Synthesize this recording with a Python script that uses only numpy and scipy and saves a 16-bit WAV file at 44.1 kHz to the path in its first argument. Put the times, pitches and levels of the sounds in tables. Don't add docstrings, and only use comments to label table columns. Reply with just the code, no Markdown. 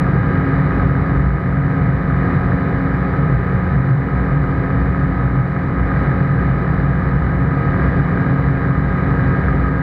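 import sys
import numpy as np
from scipy import signal
from scipy.fft import rfft, irfft, next_fast_len
from scipy.io import wavfile
from scipy.ndimage import uniform_filter1d

SR = 44100
rng = np.random.default_rng(int(sys.argv[2]) if len(sys.argv) > 2 else 0)


def materialize(psi):
    bounded = np.clip(np.atleast_2d(psi).T, -1, 1)
    quanta = np.round(bounded * 32767).astype(np.int16)
    wavfile.write(sys.argv[1], SR, quanta)


N = 433062

CYLINDERS, GEAR_RATIO = 4, 3.473
DRONE_ORDER, WHINE_ORDER = 6, 36


def from_db(db):
    return 10 ** (np.asarray(db) / 20)


def rms_one(x):
    return x / np.sqrt(np.mean(np.abs(x) ** 2) + 1e-20)


def in_time(rows):
    times, *columns = np.transpose(rows)
    return [np.interp(np.arange(N) / SR, times, column) for column in columns]


def drift(rate):
    step, warm_up = 100, 1000
    pole = np.exp(-2 * np.pi * rate * step / SR)
    noise = rng.standard_normal(N // step + warm_up + 2)
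    slow = signal.lfilter([1], [1, -2 * pole, pole ** 2], noise)[warm_up:]
    return np.interp(np.arange(N) / step, np.arange(len(slow)), rms_one(slow))


def line(turns, wobble, rate):
    angle = 2 * np.pi * turns
    in_phase = (1 + wobble * drift(rate)) * np.cos(angle)
    quadrature = wobble * drift(rate) * np.sin(angle)
    return (in_phase + quadrature) * np.sqrt(2 / (1 + 2 * wobble ** 2))


# (time [s], crankshaft speed [rpm])
ENGINE_SPEED = [(0.0, 5406.0), (1.29, 5442.0), (2.28, 5423.0), (2.48, 5440.0), (2.78, 5437.0),
                (3.07, 5449.0), (4.17, 5436.0), (4.36, 5430.0), (5.55, 5446.0), (6.15, 5433.0),
                (6.55, 5436.0), (6.94, 5411.0), (7.14, 5425.0), (7.84, 5403.0), (8.53, 5418.0),
                (9.82, 5402.0)]


def engine_speed():
    rpm, = in_time(ENGINE_SPEED)
    return rpm


# (time [s], relative level [dB])
DIN_SWELL = [(0.0, 1), (0.8, 2), (1.55, -3), (1.85, -0.4), (2.1, -1.4), (2.35, 1.9), (2.8, -0.5), (3.15, 0),
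             (4.0, -1), (4.3, -1), (5.8, -1.8), (5.97, 1.5), (6.45, -0.2), (7.5, -1.3), (7.85, 2.5),
             (8.7, -0.6), (9.35, 1.9), (9.82, -2.2)]


def din_level():
    din_db, = in_time(DIN_SWELL)
    return din_db


def rush(cycles, cycle_depth=0.026, crank_depth=0.045):
    angle = 2 * np.pi * cycles
    pulse = 1 + cycle_depth * np.sin(angle) + crank_depth * np.cos(2 * angle)
    return rng.standard_normal(N) * pulse


CYLINDER_KNOCKS = [-6, -1, -8.5, 6]


def clatter(cycles, ring_s=0.0019, uneven_db=2.0, low_hz=1100, high_hz=1750):
    at = np.flatnonzero(np.diff(np.floor(CYLINDERS * cycles)))
    strength_db = np.resize(CYLINDER_KNOCKS, len(at)) + uneven_db * rng.standard_normal(len(at))
    knocks = np.zeros(N)
    knocks[at] = from_db(strength_db)
    decays = signal.lfilter([1], [1, -np.exp(-1 / (ring_s * SR))], knocks)
    bursts = rms_one(decays * rng.standard_normal(N))
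    band = signal.butter(2, [low_hz, high_hz], "band", fs=SR, output="sos")
    return signal.sosfilt(band, bursts)


# (frequency [Hz], relative level [dB per Hz])
SKIN_SPECTRUM = [(22, -75), (33, -68), (47, -54), (85, -43.5), (150, -41.5), (200, -49.5), (480, -57.5),
                 (600, -63.5), (1900, -65.5), (2450, -74.5), (2680, -88.5), (4000, -92), (6200, -113),
                 (15700, -126)]
# (centre [Hz], width at half lift [Hz], lift [dB])
PANEL_RESONANCES = [(105, 13, 1), (160, 3.9, -4), (268, 35, 4), (380, 55, 3), (472, 37, 4), (530, 52, 2.5),
                    (724, 79, 6.5), (1233, 153, 8), (1625, 170, 4.5), (1843, 130, 4), (2065, 45, -4),
                    (2946, 210, 8), (3500, 84, -5), (3550, 200, 5), (3935, 380, 6), (4613, 130, 9.5),
                    (4950, 170, 5.5), (5330, 250, 7), (14300, 700, 18.5)]


def cabin(x):
    lead = SR // 2
    size = next_fast_len(N + 2 * lead)
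    hz = np.maximum(np.arange(size // 2 + 1) * SR / size, 1)
    points, levels = np.transpose(SKIN_SPECTRUM)
    db = np.interp(np.log(hz), np.log(points), levels)
    for centre, width, lift in PANEL_RESONANCES:
        db = db + lift * 0.5 ** ((2 * (hz - centre) / width) ** 2)
    spectrum = rfft(np.pad(x, lead, "reflect"), size) * from_db(db)
    return irfft(spectrum, size)[lead:lead + N] * np.sqrt(SR / 2)


# (multiple of the four-stroke cycle rate, relative level [dB])
ENGINE_LINES = [(2, -29.5), (3, -28.5), (4, -24), (5, -37), (8, -44.5), (11, -43), (12, -38.5), (14, -45.5),
                (15, -42), (16, -48), (18, -40.5), (21, -46), (22, -44.5), (23, -48), (24, -46),
                (27, -40.5), (28, -35), (30, -51.5), (32, -49.5), (34, -46), (38, -45), (39, -44),
                (44, -44), (46, -51), (48, -48.5), (52, -58.5)]


def engine_lines(cycles, scatter=0.3):
    out = np.zeros(N)
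    for order, db in ENGINE_LINES:
        turns = order * cycles + scatter * rng.standard_normal()
        wobble = 0.064 + 0.0012 * order
        out += from_db(db - 0.8) * line(turns, wobble, rate=4.4)
    return out


def faint_lines(cycles, count=56):
    strong = [order for order, db in ENGINE_LINES] + [DRONE_ORDER, WHINE_ORDER]
    faint = [order for order in range(1, count) if order not in strong]
    return sum(line(order * cycles + rng.random(), wobble=0.3, rate=5.7) for order in faint)


# (multiple of the shaft rate, relative level [dB])
PROPELLER_LINES = [(1, -45.5), (6, -27.5), (9, -44.5), (12, -45), (15, -42.5), (18, -43)]


def propeller(turns):
    out = np.zeros(N)
    for order, db in PROPELLER_LINES:
        out += from_db(db) * line(order * turns, wobble=0.2 + 0.047 * order, rate=1.7)
    return out


# (time [s], half-length [s], depth [dB])
DIPS = [(1.34, 0.098, 7.5), (3.5, 0.22, 11), (7.03, 0.061, 8.5)]


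def exhaust_drone(cycles, level_db=-28.5, wobble=0.2):
    t = np.arange(N) / SR
    dip_db = sum(depth * np.exp(-((t - centre) / half) ** 2) for centre, half, depth in DIPS)
    return from_db(level_db - dip_db) * line(DRONE_ORDER * cycles, wobble, rate=2.6)


def gear_whine(cycles, rpm, din_db, level_db=-39.5, cruise_rpm=5425, din_share=1.3, drop_db_per_rpm=0.17):
    db = level_db + din_share * din_db - drop_db_per_rpm * (rpm - cruise_rpm)
    return from_db(db) * line(WHINE_ORDER * cycles, wobble=0.2, rate=3.1)


def gusts(rows, calm_db, eddy_db, lift_db, rise_db_per_s=219.5, fall_db_per_s=220, eddies_per_s=8.0):
    t = np.arange(N) / SR
    level_db = calm_db + eddy_db * np.tanh(drift(eddies_per_s))
    for start, length, db in rows:
        before_db = rise_db_per_s * np.maximum(start - t, 0)
        after_db = fall_db_per_s * np.maximum(t - start - length, 0)
        level_db = np.maximum(level_db, db + lift_db - before_db - after_db)
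    return level_db


def boom(level_db, hz, width_hz, skirt, evenness=0.9):
    shake = rms_one(drift(width_hz) + 1j * drift(width_hz))
    shake = shake / (np.abs(shake) ** 2 + 0.12) ** (evenness / 2)
    carrier = np.exp(2j * np.pi * hz * np.arange(N) / SR)
    mode = from_db(level_db) * rms_one(np.real(shake * carrier))
    edges = [hz / skirt, hz * skirt]
    return signal.sosfiltfilt(signal.butter(2, edges, "band", fs=SR, output="sos"), mode)


# (start [s], length [s], relative level [dB])
LOW_MODE_GUSTS = [(0.146, 0.042, -23), (0.813, 0.099, -20), (1.162, 0.17, -16), (1.946, 0.026, -21),
                  (3.33, 0.044, -17.5), (3.696, 0.04, -22.5), (4.187, 0.04, -19), (4.797, 0.116, -19.5),
                  (5.084, 0.03, -20), (5.236, 0.064, -19), (5.791, 0.07, -18), (6.392, 0.06, -19),
                  (6.703, 0.11, -20), (7.052, 0.052, -21), (7.16, 0.102, -17), (7.364, 0.11, -21),
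                  (7.848, 0.043, -18.5), (8.457, 0.098, -18), (8.78, 0.06, -20.5), (8.865, 0.052, -21),
                  (9.103, 0.068, -21), (9.44, 0.23, -18.5)]
# (start [s], length [s], relative level [dB])
UPPER_MODE_GUSTS = [(0.623, 0.034, -14), (0.865, 0.07, -13), (1.149, 0.049, -18.5), (1.878, 0.029, -16),
                    (2.348, 0.031, -17), (2.513, 0.05, -17.5), (3.323, 0.032, -13.5), (3.75, 0.07, -14.5),
                    (3.888, 0.079, -11.5), (4.15, 0.031, -18), (4.347, 0.053, -15), (4.789, 0.03, -16),
                    (5.245, 0.029, -16), (5.377, 0.061, -13.5), (6.09, 0.024, -17), (6.308, 0.04, -14.5),
                    (6.674, 0.032, -17), (6.87, 0.038, -16.5), (7.41, 0.029, -16), (7.988, 0.052, -14.5),
                    (8.291, 0.03, -15.5), (8.481, 0.033, -16), (8.7, 0.034, -16)]


def buffeting():
    low_db = gusts(LOW_MODE_GUSTS, calm_db=-26.0, eddy_db=5.0, lift_db=0.5)
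    upper_db = gusts(UPPER_MODE_GUSTS, calm_db=-23.0, eddy_db=5.5, lift_db=1.0)
    low = boom(low_db, hz=61.85, width_hz=5.3, skirt=1.4)
    upper = boom(upper_db, hz=135.14, width_hz=12.0, skirt=1.25)
    return low + upper


def scene():
    rpm, din_db = engine_speed(), din_level()
    crank = np.cumsum(rpm / 60) / SR
    cycles = crank / 2
    excitation = from_db(-0.03) * rush(cycles)
    excitation += from_db(-2.5) * clatter(cycles)
    excitation += from_db(-35) * faint_lines(cycles)
    roar = from_db(din_db) * cabin(excitation)
    tones = engine_lines(cycles) + propeller(crank / GEAR_RATIO) + exhaust_drone(cycles)
    tones *= from_db(0.6 * din_db + 0.86)
    mix = roar + tones + gear_whine(cycles, rpm, din_db) + buffeting()
    return mix[None]


def gain_control(x, limit_db=-13.5, slope=0.6, window_s=0.024, attack_s=0.012, release_db_per_s=12.5):
    power = uniform_filter1d(np.mean(x ** 2, axis=0), int(window_s * SR))
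    excess_db = np.maximum(10 * np.log10(np.maximum(power, 1e-12)) - limit_db, 0)
    release_db = release_db_per_s * np.arange(N) / SR
    cut_db = np.maximum.accumulate(slope * excess_db + release_db) - release_db
    pole = np.exp(-1 / (attack_s * SR))
    return x * from_db(-signal.lfilter([1 - pole], [1, -pole], cut_db))


def record(dry, hiss_db=-70, cutoff_hz=15900):
    hiss_filter = signal.butter(1, 9000, fs=SR, output="sos")
    hiss = rms_one(signal.sosfilt(hiss_filter, rng.standard_normal(N)))
    top_cut = signal.cheby2(20, 50, cutoff_hz, fs=SR, output="sos")
    return signal.sosfilt(top_cut, gain_control(dry) + from_db(hiss_db) * hiss)


dry = scene()
out = record(dry)
materialize(out)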